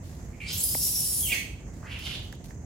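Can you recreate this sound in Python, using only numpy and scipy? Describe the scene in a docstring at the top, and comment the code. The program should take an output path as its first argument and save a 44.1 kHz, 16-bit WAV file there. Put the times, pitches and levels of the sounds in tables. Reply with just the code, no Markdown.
"""A monkey yelps, climbs into a long harsh shriek and falls off into a bark; a raspy snarl follows.
Two small monkeys are scuffling on a dirt path in a forest, several metres away. Their vocal folds
break from a clear tone into chaos as air rasps through, and tree trunks scatter the calls.
Insects whirr over a low rumble, with a few near knocks and scuffs of grit."""
import sys
import numpy as np
from scipy import signal
from scipy.fft import rfft, irfft
from scipy.io import wavfile
from scipy.ndimage import map_coordinates

SR = 44100
rng = np.random.default_rng(int(sys.argv[2]) if len(sys.argv) > 2 else 0)


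def dump(signal):
    """Clip the signal to [-1, 1] and save it as 16-bit WAV at the path in sys.argv[1]."""
    limited = np.clip(np.atleast_2d(signal).T, -1, 1)
    pcm = np.round(limited * 32767).astype(np.int16)
    wavfile.write(sys.argv[1], SR, pcm)


N = 116865
T = np.arange(N) / SR
HZ = np.arange(N // 2 + 1) * SR / N

CUTOFF_HZ = 15900
JITTER_HZ = 727   # how fast the pitch trembles
RASP_DB, RASP_HZ = 1, 180   # quick flutter in loudness
THROAT_WAVER, THROAT_WAVER_HZ = 0.033, 20   # the throat's resonances shift by this share


def from_db(db):
    """Turn decibels into a multiplier."""
    return 10 ** (np.asarray(db) / 20)


def rms_one(x):
    """Scale a sound to an average power of 1."""
    return x / np.sqrt(np.mean(x ** 2) + 1e-20)


def in_time(rows):
    """Join timed rows into one curve per column."""
    times, *columns = np.transpose(rows)
    return [np.interp(T, np.sort(times), column) for column in columns]


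def at_hz(points, hz):
    """Read between points on a log-frequency scale."""
    frequencies, values = np.transpose(points)
    return np.interp(np.log(hz + 1), np.log(frequencies), values)


def coloured(x, spectrum):
    """Turn each frequency up or down."""
    return irfft(rfft(x) * from_db(at_hz(spectrum, HZ)), N)


def drift(hz):
    """A smooth random wander, about 1 in size."""
    return rms_one(irfft(rfft(rng.standard_normal(N)) / (1 + (HZ / hz) ** 2), N))


def gate(rows, attack_s=0.0015, release_s=0.0092):
    """Open at a call's first row, die away after its last."""
    opening = np.clip((T - rows[0][0]) / attack_s, 0, 1)
    return opening * np.exp(-np.maximum(T - rows[-1][0], 0) / release_s)


def resonance(x, hz, width_hz):
    """Keep one band of frequencies, whose centre may move."""
    turn = np.exp(2j * np.pi * np.cumsum(hz + 0 * T) / SR)
    lowpass = signal.butter(2, width_hz / 2, fs=SR, output="sos")
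    return rms_one((signal.sosfilt(lowpass, x / turn) * turn).real)


def ambience(spectrum, db, flutter_db):
    """Steady stereo noise, centred in the bass and wide in the treble."""
    # Each row: frequency in Hz, how alike left and right are (0-1).
    likeness = [(60, 0.95), (130, 0.99), (300, 0.88), (700, 0.66), (1500, 0.083), (4000, 0.053),
                (15000, .05)]
    alike = np.clip(at_hz(likeness, HZ), 0, 1)
    mid, side = rfft(rng.standard_normal((2, N)))
    noise = irfft(np.sqrt(1 + alike) * mid + np.sqrt(1 - alike) * side * [[1], [-1]], N)
    return rms_one(coloured(noise, spectrum)) * from_db(db + flutter_db * drift(21.4))


def forest():
    """A low rumble under a faint hiss."""
    # Each row: frequency in Hz, relative level in dB.
    rumble = [(22, -42), (49, 2), (86, 1.5), (141, -2.5), (240, -10), (389, -17.5), (500, -22.5),
              (650, -32.5), (1100, -120)]
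    hiss = [(240, -7), (400, -7), (588, -4.5), (655, -3.5), (865, -8), (1310, -14.5), (2020, -13),
            (2220, -17), (2750, -23), (3640, -32.5), (5870, -17.5), (6540, -14), (7600, -15.5), (9000, -30),
            (16000, -34)]
    return ambience(rumble, db=-40, flutter_db=0.58) + ambience(hiss, db=-55, flutter_db=1.74)


def insects():
    """A thin far whirr that swells now and then."""
    # Each row: peak time in seconds, fade time in seconds, level in dB.
    swells = [(0.238, 0.071, -62), (1.68, 0.076, -63), (2.58, 0.26, -63)]
    level = sum(from_db(db) * np.exp(-((T - peak) / fade) ** 2) for peak, fade, db in swells)
    return level * np.array([resonance(rng.standard_normal(N), hz=6460, width_hz=600) for _ in range(2)])


def knocks(rise_s=0.0002):
    """Dry taps close by that die fast, each with a slightly soft contact."""
    # Each row: start in seconds, level in dB, pitch in Hz, seconds to fade 60 dB, left minus right in dB.
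    taps = [(.748, -26, 2100, 0.0068, -11), (0.7526, -26, 860, 0.0096, -6.5), (0.7523, -25.5, 550, .011, 0),
            (0.7521, -32, 284, 0.022, -7), (2.3274, -32.5, 1710, 0.0072, -12),
            (2.508, -38, 1820, 0.0058, -16.5)]
    out = np.zeros((2, N))
    for start, db, hz, ring_s, pan_db in taps:
        age = np.maximum(T - start, 0)
        level = from_db(db - 60 * np.minimum(age / ring_s, 3)) * (1 - np.exp(-age / rise_s))
        out += level * np.sin(2 * np.pi * hz * age) * from_db([[pan_db / 2], [-pan_db / 2]])
    return out


def scuffs(grains_per_s=1900, spread_db=4.5, hiss_db=2):
    """Slides and ticks of grit on the dirt: separate grains mixed with hiss."""
    # Each row: start in seconds, level in dB, rise and decay in seconds.
    slides = [(.015, -55.5, 0.048, .22), (1.724, -62, 0.024, .14), (1.988, -43.5, 0.0028, .013),
              (2.22, -56, 0.022, 0.055), (2.325, -40.5, 0.00065, 0.0021), (2.349, -53, .002, 0.0056),
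              (2.438, -48.5, 0.0057, 0.0079), (2.451, -54.5, 0.0054, 0.014), (2.475, -59, 0.014, .04)]
    # Each row: frequency in Hz, relative level in dB.
    grit_colour = [(600, -12), (2000, 10), (4500, 14.5), (8000, 10), (11500, 11), (15800, 6)]
    level = sum(from_db(db) * np.clip((T - start) / rise, 0, 1)
                * np.exp(-np.maximum(T - start - rise, 0) / decay) for start, db, rise, decay in slides)
    hits = rng.random(N) < grains_per_s / SR
    grains = hits * from_db(spread_db * np.minimum(rng.exponential(1, N), 3.5))
    grit = rms_one(grains * rng.standard_normal((2, N))) + from_db(hiss_db) * rng.standard_normal((2, N))
    return level * rms_one(coloured(grit, grit_colour))


def echoes(tail_db=-3.5, ground_db=-5, ground_s=.016):
    """Quick echoes off the ground and a tail scattered by trunks and leaves."""
    # Each row: frequency in Hz, seconds to fade 60 dB.
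    fade_times = [(500, 0.51), (2200, 0.46), (5000, 0.57), (11000, 0.26), (16000, 0.67)]
    t, tail = T[:SR], 0
    white, hz = rfft(rng.standard_normal((2, SR))), np.arange(SR // 2 + 1)
    edges = np.geomspace(200, 17000, 8)
    for low, high in zip(edges, edges[1:]):
        band = irfft(white * ((hz >= low) & (hz < high)), SR)
        tail = tail + band * from_db(-60 * t / at_hz(fade_times, np.sqrt(low * high)))
    tail = rms_one(tail * np.clip(t / 0.029, 0, 1))
    ground = rms_one(rng.standard_normal((2, SR)) * np.exp(-t / ground_s))
    return (from_db(tail_db) * tail + from_db(ground_db) * ground) / np.sqrt(SR)


def trees(x, patterns=4, moving_hz=5.95, direct_db=-2.5):
    """The direct call plus echoes that blend between patterns as the animals move."""
    weights = np.array([drift(moving_hz) for _ in range(patterns)])
    weights = weights / np.sqrt(np.sum(weights ** 2, axis=0))
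    scattered = sum(w * signal.fftconvolve(x[None], echoes(), axes=1)[:, :N] for w in weights)
    return from_db(direct_db) * x + scattered


def snarl(puffs_per_s=150, puff_s=0.0063):
    """Uneven puffs of air through a mouth that opens as the call swells."""
    # Each row: time in seconds, mouth resonance in Hz, level in dB.
    shape = [(1.828, 910, -48.5), (1.858, 1450, -47.5), (1.871, 2180, -44), (1.89, 2400, -48.5),
             (1.925, 2770, -40.5), (1.94, 2780, -44.5), (1.975, 2650, -45), (2.045, 3250, -51),
             (2.063, 3330, -37.5), (2.08, 3130, -39), (2.095, 2900, -46.5), (2.114, 2800, -39.5),
             (2.14, 3200, -44.5), (2.157, 3400, -38), (2.172, 3220, -67)]
    # Each row: frequency in Hz, relative level in dB.
    air_colour = [(500, -6), (1400, -8.5), (2500, -13), (4400, 6.5), (6500, -4), (8800, -10), (11200, -4.5),
                  (13000, -15), (15800, -17)]
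    # Each row: time in seconds, level in dB.
    air_level = [(1.83, -67.5), (1.925, -50.5), (1.96, -57.5), (2.035, -46), (2.06, -38), (2.085, -45.5),
                 (2.15, -46), (2.172, -56)]
    mouth_hz, db = in_time(shape)
    air_db, = in_time(air_level)
    cycle = np.cumsum(puffs_per_s * (1 + 0.32 * drift(90))) / SR % 1
    puffs = rng.standard_normal(N) * np.exp(-cycle / puffs_per_s / puff_s)
    hiss = from_db(-2.5) * resonance(rng.standard_normal(N), mouth_hz, width_hz=2020)
    voice = resonance(puffs, mouth_hz, width_hz=950) + (mouth_hz / mouth_hz.max()) ** 2 * hiss
    air = rms_one(coloured(puffs, air_colour))
    return (voice * from_db(db) + air * from_db(air_db)) * gate(shape)


def shrill():
    """Rasping air in a high mouth resonance that sinks late in the shriek."""
    # Each row: time in seconds, resonance in Hz, level in dB.
    shape = [(.62, 11100, -35), (.76, 12500, -35), (.84, 12800, -45), (.96, 10500, -36),
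             (1.04, 10300, -32.5), (1.13, 10100, -34), (1.2, 10870, -29.5), (1.25, 10200, -36)]
    hz, db = in_time(shape)
    waver = 1 + THROAT_WAVER * drift(THROAT_WAVER_HZ)
    air = resonance(rng.standard_normal(N), hz * waver, width_hz=2100)
    return air * from_db(db + RASP_DB * drift(RASP_HZ)) * gate(shape)


def squeaks(jitter=0.01615):
    """Short cracks in the voice: one overtone flares, slides and is gone."""
    # Each row: start and length in seconds, first and last pitch in Hz, level in dB.
    cracks = [(.484, 0.013, 5050, 4850, -38), (.53, .022, 12430, 13200, -38),
              (.555, 0.014, 12900, 13600, -39), (.568, 0.02, 10270, 11900, -36),
              (.578, 0.0203, 7490, 8000, -32), (.632, 0.011, 10300, 9870, -23.5),
              (.646, 0.014, 10870, 11610, -27.5), (.681, 0.0079, 10080, 9900, -33),
              (.848, .024, 5450, 5600, -35.5), (.945, .045, 5450, 5584, -34.5),
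              (1.075, 0.051, 5520, 5430, -39.5), (1.218, .016, 13300, 13020, -31),
              (1.263, 0.015, 8620, 8100, -39)]
    out = 0
    for start, length, start_hz, end_hz, db in cracks:
        along = np.clip((T - start) / length, 0, 1)
        hz = (start_hz + (end_hz - start_hz) * along) * (1 + jitter * drift(JITTER_HZ))
        level = from_db(db) * np.sqrt(8 * along * (1 - along))
        out = out + level * np.sin(2 * np.pi * np.cumsum(hz) / SR)
    return out


def call(rows, throat, jitter=.06, break_hz=36.4, flicker_db=4):
    """Vocal folds that break from a clear tone into chaos, with air rasping through them."""
    pitch, db, rough = in_time(rows)
    rough = np.clip(rough * (1 + 0.2067 * drift(break_hz)), 0, 1)
    # A strained voice trembles, wobbles and wanders about its pitch.
    unsteady = jitter * drift(JITTER_HZ) + .016 * drift(hz=72) + .011 * drift(hz=22.01)
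    phase = 2 * np.pi * np.cumsum(pitch * (1 + rough * unsteady)) / SR
    tone, power = 0, 1e-12
    for k in range(1, 8):
        gain = from_db(at_hz(throat, k * pitch) + flicker_db * drift(break_hz)) * (k * pitch < CUTOFF_HZ)
        tone = tone + gain * np.sin(k * phase)
        power = power + gain ** 2 / 2
    air = coloured(rng.standard_normal(N), throat)
    # Reading the noise at an uneven speed shifts its resonances.
    position = np.cumsum(1 + THROAT_WAVER * drift(THROAT_WAVER_HZ))
    air = rms_one(map_coordinates(air, [position], order=3, mode="wrap"))
    air_share = .69 * rough
    voice = np.sqrt(1 - air_share) * tone / np.sqrt(power) + np.sqrt(air_share) * air
    return voice * from_db(db + RASP_DB * rough * drift(RASP_HZ)) * gate(rows)


def monkeys():
    """All the calls, from first whimper to snarl, each shaped by the throat."""
    # Each row: time in seconds, pitch in Hz, level in dB, roughness (0 is clear, 1 or more is harsh).
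    whimper = [(.33, 2400, -56.5, 0.91), (.342, 2400, -57, 0.62), (.37, 2350, -64.5, 0.88),
               (.4, 2300, -60, 1)]
    yelp = [(.403, 2426, -36, 0.48), (.41, 2400, -40, 0.6), (.428, 2450, -41.5, 0.6),
            (.45, 2350, -45.5, 0.9), (.468, 2750, -39, 0.9), (.49, 2550, -63, 1.2), (.508, 2650, -42, 0.6),
            (.53, 3000, -67, 0.5)]
    squeal = [(.415, 4220, -57, 1), (.458, 4480, -55, 0.94), (.467, 4470, -44.5, 0.67),
              (.49, 5150, -35, 0.68), (.502, 5220, -35, 1), (.55, 5390, -40, 0.91), (.58, 5200, -44, 0.83)]
    shriek = [(.48, 2625, -53.5, 0.93), (.515, 2900, -46.5, 0.92), (.53, 3120, -33.5, 0.56),
              (.562, 3282, -40, 0.76), (.585, 3865, -33.5, 0.96), (.61, 4174, -28.5, 0.97),
              (.628, 4986, -37, 0.78), (.64, 5043, -24, 0.79), (.665, 5020, -39.5, 0.88),
              (.69, 5040, -30, 0.87), (.745, 5245, -32.5, 1), (.8, 5450, -29, 1), (.86, 5570, -25.5, 0.73),
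              (.915, 5550, -31.5, 0.97), (.97, 5520, -28.5, 0.62), (1.03, 5450, -30, 1),
              (1.13, 5445, -32, 0.88), (1.2, 4920, -30.5, 1)]
    whistle = [(.53, 3097, -51, 0.42), (.556, 3163, -36, 0.13), (.585, 3840, -53.5, 0.15),
               (.6, 4186, -47, 0.09), (.622, 5160, -44, 0.15), (.648, 5070, -43.5, 0),
               (.665, 5045, -42, 0.1), (.69, 5020, -38, 0.18), (.72, 4950, -53, 0.3)]   # moments when the folds ring clear
    fall = [(1.205, 3334, -26, 0.88), (1.228, 3340, -38, 0.64), (1.252, 3158, -30.5, 0.46),
            (1.272, 2825, -32, 0.65), (1.288, 2210, -31, 0.72), (1.32, 2155, -44, 0.96),
            (1.355, 1930, -52, 0.56)]
    bark = [(1.226, 3344, -38.5, 0.033), (1.238, 3288, -38.5, 0.016), (1.255, 3150, -36, 0.035),
            (1.272, 2776, -36, 0.036), (1.285, 2247, -49, 0.075), (1.296, 2207, -35, 0.11),
            (1.303, 2818, -30, 0.26), (1.315, 2781, -32, 0.68), (1.323, 2360, -23, 0.45),
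            (1.333, 2248, -24.5, 0.43), (1.342, 2094, -29.5, 0.46), (1.35, 1990, -29.5, 0.4),
            (1.36, 1920, -36.5, 0.71), (1.372, 1630, -56, 0.41)]
    # How the throat colours a call. Each row: frequency in Hz, relative level in dB.
    yelp_throat = [(1400, -30.5), (1800, -18.5), (2300, -1), (3000, -18), (3700, -26), (5000, -35.5),
                   (7000, -32), (15000, -39)]
    squeal_throat = [(2000, -16.5), (3300, 3), (4200, 1), (5000, -6), (6000, -5), (8000, -6), (15000, -43)]
    shriek_throat = [(1000, -30), (1500, -36.5), (2100, -27), (2800, -20.5), (3800, -14.5), (4700, -12.5),
                     (5500, -12.5), (6500, -6.5), (8200, -2.5), (9100, -12), (10000, -3.5), (11200, -4.5),
                     (13000, -3), (14800, -4.5), (15800, -9.5)]
    whistle_throat = [(3000, -8.5), (5000, 1), (10000, -4), (15000, -10)]
    bark_throat = [(300, -9), (700, -13.5), (1150, -21), (1600, -51), (1950, 0), (2300, -3.5), (3200, 0.5),
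                   (4400, -19.5), (6800, -14.5), (9000, -20), (15000, -26)]
    opening = call(whimper, yelp_throat, jitter=.13) + call(yelp, yelp_throat, jitter=.13)
    scream = (call(squeal, squeal_throat) + call(shriek, shriek_throat, jitter=.075)
              + call(whistle, whistle_throat))
    ending = call(fall, shriek_throat) + call(bark, bark_throat, jitter=.12)
    return opening + scream + ending + squeaks() + shrill() + snarl()


def scene(right_lag_s=.00002):
    """The quarrel among the trees, with knocks and scuffs close by."""
    # Each row: frequency in Hz, left minus right in dB.
    balance = [(60, -1.5), (200, -3), (400, -4.5), (700, -1.5), (1500, -5), (2500, -5.5), (4500, 0),
               (9000, -3.5), (14000, 3)]
    far = trees(monkeys()) + forest() + insects()
    sides = from_db(at_hz(balance, HZ) * np.array([[.5], [-.5]]))
    delay = np.exp(-2j * np.pi * HZ * right_lag_s * np.array([[0], [1]]))   # sound reaches the left first
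    return irfft(rfft(far) * sides * delay, N) + knocks() + scuffs()


def record(dry):
    """Cut off the highest treble steeply."""
    return signal.sosfilt(signal.ellip(12, .1, 80, CUTOFF_HZ, fs=SR, output="sos"), dry)


dry = scene()
out = record(dry)
dump(out)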